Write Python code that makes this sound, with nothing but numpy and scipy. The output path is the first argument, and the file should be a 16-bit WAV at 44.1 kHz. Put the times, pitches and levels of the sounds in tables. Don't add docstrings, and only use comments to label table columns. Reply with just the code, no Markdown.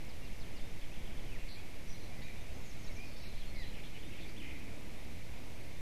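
import sys
import numpy as np
from scipy import signal
from scipy.fft import rfft, irfft
from scipy.io import wavfile

SR = 44100
rng = np.random.default_rng(int(sys.argv[2]) if len(sys.argv) > 2 else 0)


def decibels_to_gain(level_db):
    exponent = np.asarray(level_db, float) / 20
    return 10 ** exponent


def pcm_store(signal):
    levels = np.round(np.clip(np.atleast_2d(signal), -1, 1) * 32767)
    wavfile.write(sys.argv[1], SR, levels.astype(np.int16).T)


N = 256201

# f/Hz, density/(dB per Hz)
ROAR_SPECTRUM = [(18, -44), (30, 8), (43, 1.5), (70, 2.5), (149, -3.5), (207, -6), (425, -12.5), (562, -13),
                 (767, -17), (1500, -28), (1950, -54), (3300, -120)]
ROAR_DB = -49.5
SWELL_DEPTH, SWELL_HZ = .14, 10

# f/Hz, density/(dB per Hz)
HISS_SPECTRUM = [(880, -17.5), (1500, -9.5), (1730, -5.5), (2210, 1), (2430, -1), (2640, -3.5), (3100, -7),
                 (3610, -8), (4190, -9.5), (6060, -12), (7320, -15), (8590, -16.5), (11500, -17.5),
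                 (12800, -19), (14300, -24)]
HISS_DB = -57.5
# f/Hz, density/(dB per Hz)
HISS_EDGE = [(14100, -20), (15150, -36), (15300, -60)]

# t/s, level/dB
GUSTS = [(0.0, -55), (0.14, -68), (0.23, -43), (1.03, -41), (1.42, -34.5), (1.6, -50.5), (1.9, -36),
         (1.95, -50), (2.02, -44.5), (2.44, -42.5), (2.49, -50), (2.86, -43), (2.89, -35.5), (3.25, -54),
         (3.34, -32.5), (3.54, -40.5), (5.72, -58.5), (5.8, -48)]
# f/Hz, density/(dB per Hz)
BUFFET_SPECTRUM = [(3, -45), (8, 2.5), (13, -3.5), (18, -4), (26, -15.5), (45, -25), (70, -120)]
# t/s, length/s, level/dB
MOANS = [
    (0.502, .12, -60.5),
    (1.975, 0.13, -63),
    (2.87, 0.24, -61.5),
    (3.91, 1.08, -57.5),
]
MOAN_HZ, MOAN_WIDTH_HZ = 286, 142

# start t/s, end t/s, lowest f/Hz, highest f/Hz, level/dB
FLOCK = [
    (.3, 1.5, 2600, 3600, -72),
    (1.8, 3.1, 3600, 6800, -74),
    (2.5, 4.25, 2600, 4600, -72),
]
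FLOCK_PER_S, FLOCK_NOTE_S, FLOCK_FALL = 22, .022, .15

FOREST_T60_S, FOREST_DB, DIRECT_DB = .45, -6.5, -.7

# length/s, start f/Hz, middle f/Hz, end f/Hz
SLIDE_SHAPE = (.056, 5550, 4080, 2700)
UP_SHAPE = (.015, 2950, 3300, 3640)
DOWN_SHAPE = (.014, 3500, 3180, 2950)
PIP_SHAPE = (.06, 3530, 3620, 3660)
# t/s, level/dB
SLIDES = [
    (.085, -63),
    (.238, -64),
    (.395, -61),
    (.555, -62),
]
# t/s, level/dB
CHIPS = [
    (.812, -59.5),
    (.932, -60.5),
    (1.048, -59.5),
    (1.168, -60),
    (1.113, -66),
    (1.231, -65),
]
CHIP_GAP_S = .022
# t/s, level/dB
PIPS = [
    (.607, -65),
    (2.367, -64),
    (3.125, -67.5),
    (4.03, -65.5),
    (4.955, -70),
    (5.745, -68),
]
# t/s, length/s, start f/Hz, end f/Hz, level/dB
RISES = [(.91, .035, 2250, 2750, -61.5), (1.382, .025, 2500, 2750, -63), (1.552, .05, 2180, 2470, -59),
         (1.942, .03, 3800, 4250, -62.5), (2.11, .05, 2200, 2420, -62), (2.215, .065, 2130, 2460, -58),
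         (2.35, .05, 1900, 2500, -63), (2.487, .03, 2550, 2700, -60.5), (2.663, .03, 6100, 6450, -67),
         (2.958, .11, 2290, 2460, -55.5), (3.988, .016, 2950, 3500, -60), (4.162, .03, 3000, 3500, -62),
         (4.36, .03, 2500, 3540, -58.5), (5.333, .015, 2300, 2550, -59.5)]
# t/s, length/s, start f/Hz, end f/Hz, level/dB
FALLS = [(1.283, .03, 3050, 2800, -61), (1.315, .025, 2650, 2450, -57), (1.339, .033, 2450, 1700, -56.5),
         (1.46, .025, 2400, 2100, -58), (1.897, .045, 6050, 3750, -65), (2.017, .035, 6200, 5700, -70),
         (2.23, .06, 6800, 5850, -72), (2.276, .042, 2460, 2230, -57.5), (2.682, .035, 7000, 5300, -66),
         (2.859, .032, 6900, 5500, -64), (2.89, .03, 2300, 2050, -58), (2.95, .036, 6600, 4900, -62.5),
         (2.65, .014, 7000, 6500, -65), (3.052, .03, 6200, 5000, -68), (3.233, .02, 2750, 2350, -59.5),
         (3.415, .025, 3550, 2700, -62.5), (3.532, .12, 2290, 1780, -56), (3.554, .07, 4190, 3900, -60),
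         (3.617, .047, 4000, 2200, -58.5), (4.025, .016, 3600, 2600, -59.5), (4.205, .016, 3700, 2900, -64),
         (4.387, .044, 3520, 1950, -57.5)]
# t/s, length/s, f/Hz, level/dB
HOLDS = [(.21, .05, 2770, -66), (.54, .035, 2820, -63), (1.415, .045, 2470, -62), (1.49, .07, 3520, -67),
         (1.57, .04, 3320, -66), (2.173, .045, 2030, -62.5), (2.225, .035, 3830, -63.5),
         (2.708, .012, 5450, -64), (2.843, .014, 5450, -59.5), (2.91, .025, 5450, -67),
         (2.87, .02, 4420, -65), (3.033, .15, 4420, -70), (3.162, .035, 5400, -66), (3.22, .04, 5420, -64),
         (3.252, .027, 2350, -58), (3.455, .065, 4290, -66.5), (3.832, .065, 4250, -68),
         (3.942, .02, 2950, -60), (4.12, .03, 2600, -57.5)]
RISE_SHARE, FALL_SHARE = .8, .42
FLUTTER = .3

# t/s, length/s, f/Hz, level/dB
BURRS = [(1.866, 0.087, 5840, -62), (2.28, 0.035, 2050, -58), (2.626, .09, 6870, -69),
         (2.215, .025, 2050, -57), (2.862, .04, 3920, -62), (3.21, 0.11, 3980, -62),
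         (3.337, 0.094, 4030, -66), (3.622, 0.091, 4020, -60), (3.771, 0.042, 2260, -57),
         (4.2, .04, 4280, -65), (4.22, 0.11, 2300, -60), (4.4, 0.14, 2920, -61)]
# t/s, length/s, middle f/Hz, level/dB
CHATTER = [(1.37, 0.074, 2700, -65), (1.99, 0.1, 4100, -65), (2.215, 0.024, 4300, -60),
           (2.27, .05, 3950, -66), (2.98, 0.17, 4730, -68), (3.3, .2, 3340, -65.5), (2.53, .066, 6270, -71),
           (2.779, .08, 6300, -69), (3.161, .032, 4660, -62), (3.186, 0.1, 4330, -62.5),
           (3.538, .11, 4610, -63.5), (3.66, 0.061, 3260, -63), (3.729, 0.089, 2700, -59),
           (3.83, .05, 3420, -57.5), (3.942, .041, 2460, -55), (4.11, 0.11, 2500, -57),
           (4.187, 0.072, 3550, -59.5), (4.28, .02, 4690, -61), (4.415, .05, 2350, -55),
           (4.59, .16, 2340, -60.5)]
BURR_SPREAD_HZ, CHATTER_SPREAD_HZ, SAG_HZ_PER_S = 220, 520, 2500

# t/s, length/s, centre f/Hz, swing/Hz, repeat rate/Hz, level/dB
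RASP = (1.478, .098, 4650, 620, 171, -53.5)
RASP_SAG_HZ = 300
# t/s, length/s, centre f/Hz, swing/Hz, repeat rate/Hz, level/dB
WARBLE = (4.428, .165, 2270, 270, 58.5, -54.5)

# low f/Hz, high f/Hz
LOWER_BAND = (6190, 6760)
UPPER_BAND = (6880, 7450)
# t/s, length/s
LOWER_GAPS = [(1.495, .025), (1.548, .029), (3.25, .022), (3.563, .022), (4.045, .024)]
# t/s, length/s
UPPER_GAPS = [(1.52, .025), (1.93, .022), (3.15, .025), (3.225, 0.065), (3.633, .022), (5.58, .022)]
DROPOUT_DB = -28
TOP_HZ, TOP_LOSS, TOP_DB = 14250, .2, -12
OFFSET = .0172


def evened(x):
    return x / np.sqrt(np.mean(x ** 2) + 1e-20)


def add(mix, s, sound):
    part = mix[round(s * SR):][:len(sound)]
    part += sound[:len(part)]


def coloured(points):
    f, density_db = np.transpose(points)
    hz = np.fft.rfftfreq(N, 1 / SR)
    gain = decibels_to_gain(np.interp(np.log(hz + 1), np.log(f + 1), density_db, left=-120))
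    return evened(irfft(rfft(rng.standard_normal(N)) * gain, N))


def wobble(samples, width_hz):
    noise = rng.standard_normal((2, samples))
    r = np.exp(-np.pi * width_hz / SR)
    smooth = signal.lfilter([1], [1, -2 * r, r * r], noise[0] + 1j * noise[1])
    return smooth / np.sqrt(np.mean(abs(smooth) ** 2))


def voiced(envelope, hz):
    phase = 2 * np.pi * np.cumsum(hz) / SR
    return evened((envelope * np.exp(1j * phase)).real)


def rumble():
    roar = coloured(ROAR_SPECTRUM)
    swell = abs(1 + SWELL_DEPTH * wobble(N, SWELL_HZ))
    return decibels_to_gain(ROAR_DB) * roar * swell


def hiss():
    return decibels_to_gain(HISS_DB) * coloured(HISS_SPECTRUM[:-2] + HISS_EDGE)


def wind():
    t = np.arange(N) / SR
    buffeting = decibels_to_gain(np.interp(t, *np.transpose(GUSTS))) * coloured(BUFFET_SPECTRUM)
    moan = voiced(wobble(N, MOAN_WIDTH_HZ), np.full(N, MOAN_HZ))
    swell = np.zeros(N)
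    for s, length, level_db in MOANS:
        add(swell, s, decibels_to_gain(level_db) * signal.windows.tukey(round(length * SR), .4))
    return buffeting + swell * moan


def flock():
    out = np.zeros(N)
    for start, end, low_hz, high_hz, level_db in FLOCK:
        count = round(FLOCK_PER_S * (end - start))
        for when, pitch, fall, long in rng.random((40, 4))[:count]:
            hz = low_hz * (high_hz / low_hz) ** pitch
            end_hz = hz * (1 - FLOCK_FALL * fall)
            note = glide(FLOCK_NOTE_S * (.5 + long), hz, end_hz, level_db)
            add(out, start + when * (end - start), note)
    return out


def forest(x):
    t = np.arange(SR // 2) / SR
    tail = rng.standard_normal(len(t)) * decibels_to_gain(-60 * t / FOREST_T60_S)
    tail *= t > .008
    return signal.fftconvolve(x, tail / np.linalg.norm(tail))[:N]


def whistle(length, start_hz, middle_hz, end_hz, level_db):
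    u = np.linspace(-1, 1, round(length * SR))
    bend_hz = (start_hz + end_hz) / 2 - middle_hz
    hz = middle_hz + (end_hz - start_hz) / 2 * u + bend_hz * u ** 2
    air = 1 + FLUTTER * middle_hz / 2800 * wobble(SR // 4, 170)[-len(u):]
    return decibels_to_gain(level_db) * voiced(air, hz) * signal.windows.tukey(len(u), .25)


def glide(length, start_hz, end_hz, level_db):
    share = RISE_SHARE if end_hz > start_hz else FALL_SHARE
    return whistle(length, start_hz, start_hz + share * (end_hz - start_hz), end_hz, level_db)


def buzz(length, start_hz, end_hz, spread_hz, level_db):
    hz = np.linspace(start_hz, end_hz, round(length * SR))
    shake = wobble(SR // 2, 1.46 * spread_hz)[-len(hz):]
    return decibels_to_gain(level_db) * voiced(shake, hz) * signal.windows.tukey(len(hz), .3)


def rasp(length, centre_hz, swing_hz, rate, level_db):
    u = np.linspace(0, 1, round(length * SR))
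    turn = u * length * rate % 1
    hz = centre_hz - RASP_SAG_HZ * np.sin(np.pi * u) + swing_hz * (2 * turn - 1)
    puff = np.sin(np.pi * np.sqrt(turn))
    hoarse = 1 + 1.3 * FLUTTER * wobble(SR // 2, 250)[-len(u):]
    return decibels_to_gain(level_db - 7 * u) * voiced(puff * hoarse, hz) * signal.windows.tukey(len(u), .3)


def warble(length, centre_hz, swing_hz, rate, level_db):
    swing = np.cos(2 * np.pi * rate * np.arange(round(length * SR)) / SR)
    hoarse = 1 + 2 * FLUTTER * wobble(SR // 2, 250)[-len(swing):]
    tone = voiced(hoarse, centre_hz + swing_hz * swing)
    return decibels_to_gain(level_db) * tone * signal.windows.tukey(len(swing), .3)


def songbirds():
    out = np.zeros(N)
    for shape, delay, rows in ((SLIDE_SHAPE, 0, SLIDES), (UP_SHAPE, 0, CHIPS),
                               (DOWN_SHAPE, CHIP_GAP_S, CHIPS), (PIP_SHAPE, 0, PIPS)):
        for s, level_db in rows:
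            add(out, s + delay, whistle(*shape, level_db))
    for s, *note in RISES + FALLS:
        add(out, s, glide(*note))
    for s, length, hz, level_db in HOLDS:
        add(out, s, glide(length, hz, hz, level_db))
    for s, length, hz, level_db in BURRS:
        add(out, s, buzz(length, hz, hz, BURR_SPREAD_HZ, level_db))
    for s, length, hz, level_db in CHATTER:
        half_sag = SAG_HZ_PER_S * length / 2
        add(out, s, buzz(length, hz + half_sag, hz - half_sag, CHATTER_SPREAD_HZ, level_db))
    add(out, RASP[0], rasp(*RASP[1:]))
    add(out, WARBLE[0], warble(*WARBLE[1:]))
    return out


def scene():
    air = wind() + rumble() + hiss()
    birds = songbirds() + flock()
    return (air + decibels_to_gain(DIRECT_DB) * birds + decibels_to_gain(FOREST_DB) * forest(birds))[None]


def band_gaps(x):
    hz, t, z = signal.stft(x, SR, nperseg=512, noverlap=384)
    keep = np.ones(z.shape[1:])
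    for (low_hz, high_hz), rows in ((LOWER_BAND, LOWER_GAPS), (UPPER_BAND, UPPER_GAPS)):
        band = (hz > low_hz) & (hz < high_hz)
        for s, length in rows:
            keep[np.ix_(band, (t > s) & (t < s + length))] = decibels_to_gain(DROPOUT_DB)
    lost = np.repeat(rng.random(len(t) // 8 + 1) < TOP_LOSS, 8)[:len(t)]
    keep[np.ix_(hz > TOP_HZ, lost)] = decibels_to_gain(TOP_DB)
    return signal.istft(z * keep, SR, nperseg=512, noverlap=384)[1][:, :N]


def band_limit(x):
    return signal.sosfilt(signal.butter(12, 15010, fs=SR, output="sos"), x)


def record(dry):
    mix = band_gaps(dry) + OFFSET
    return band_limit(mix)


dry = scene()
out = record(dry)
pcm_store(out)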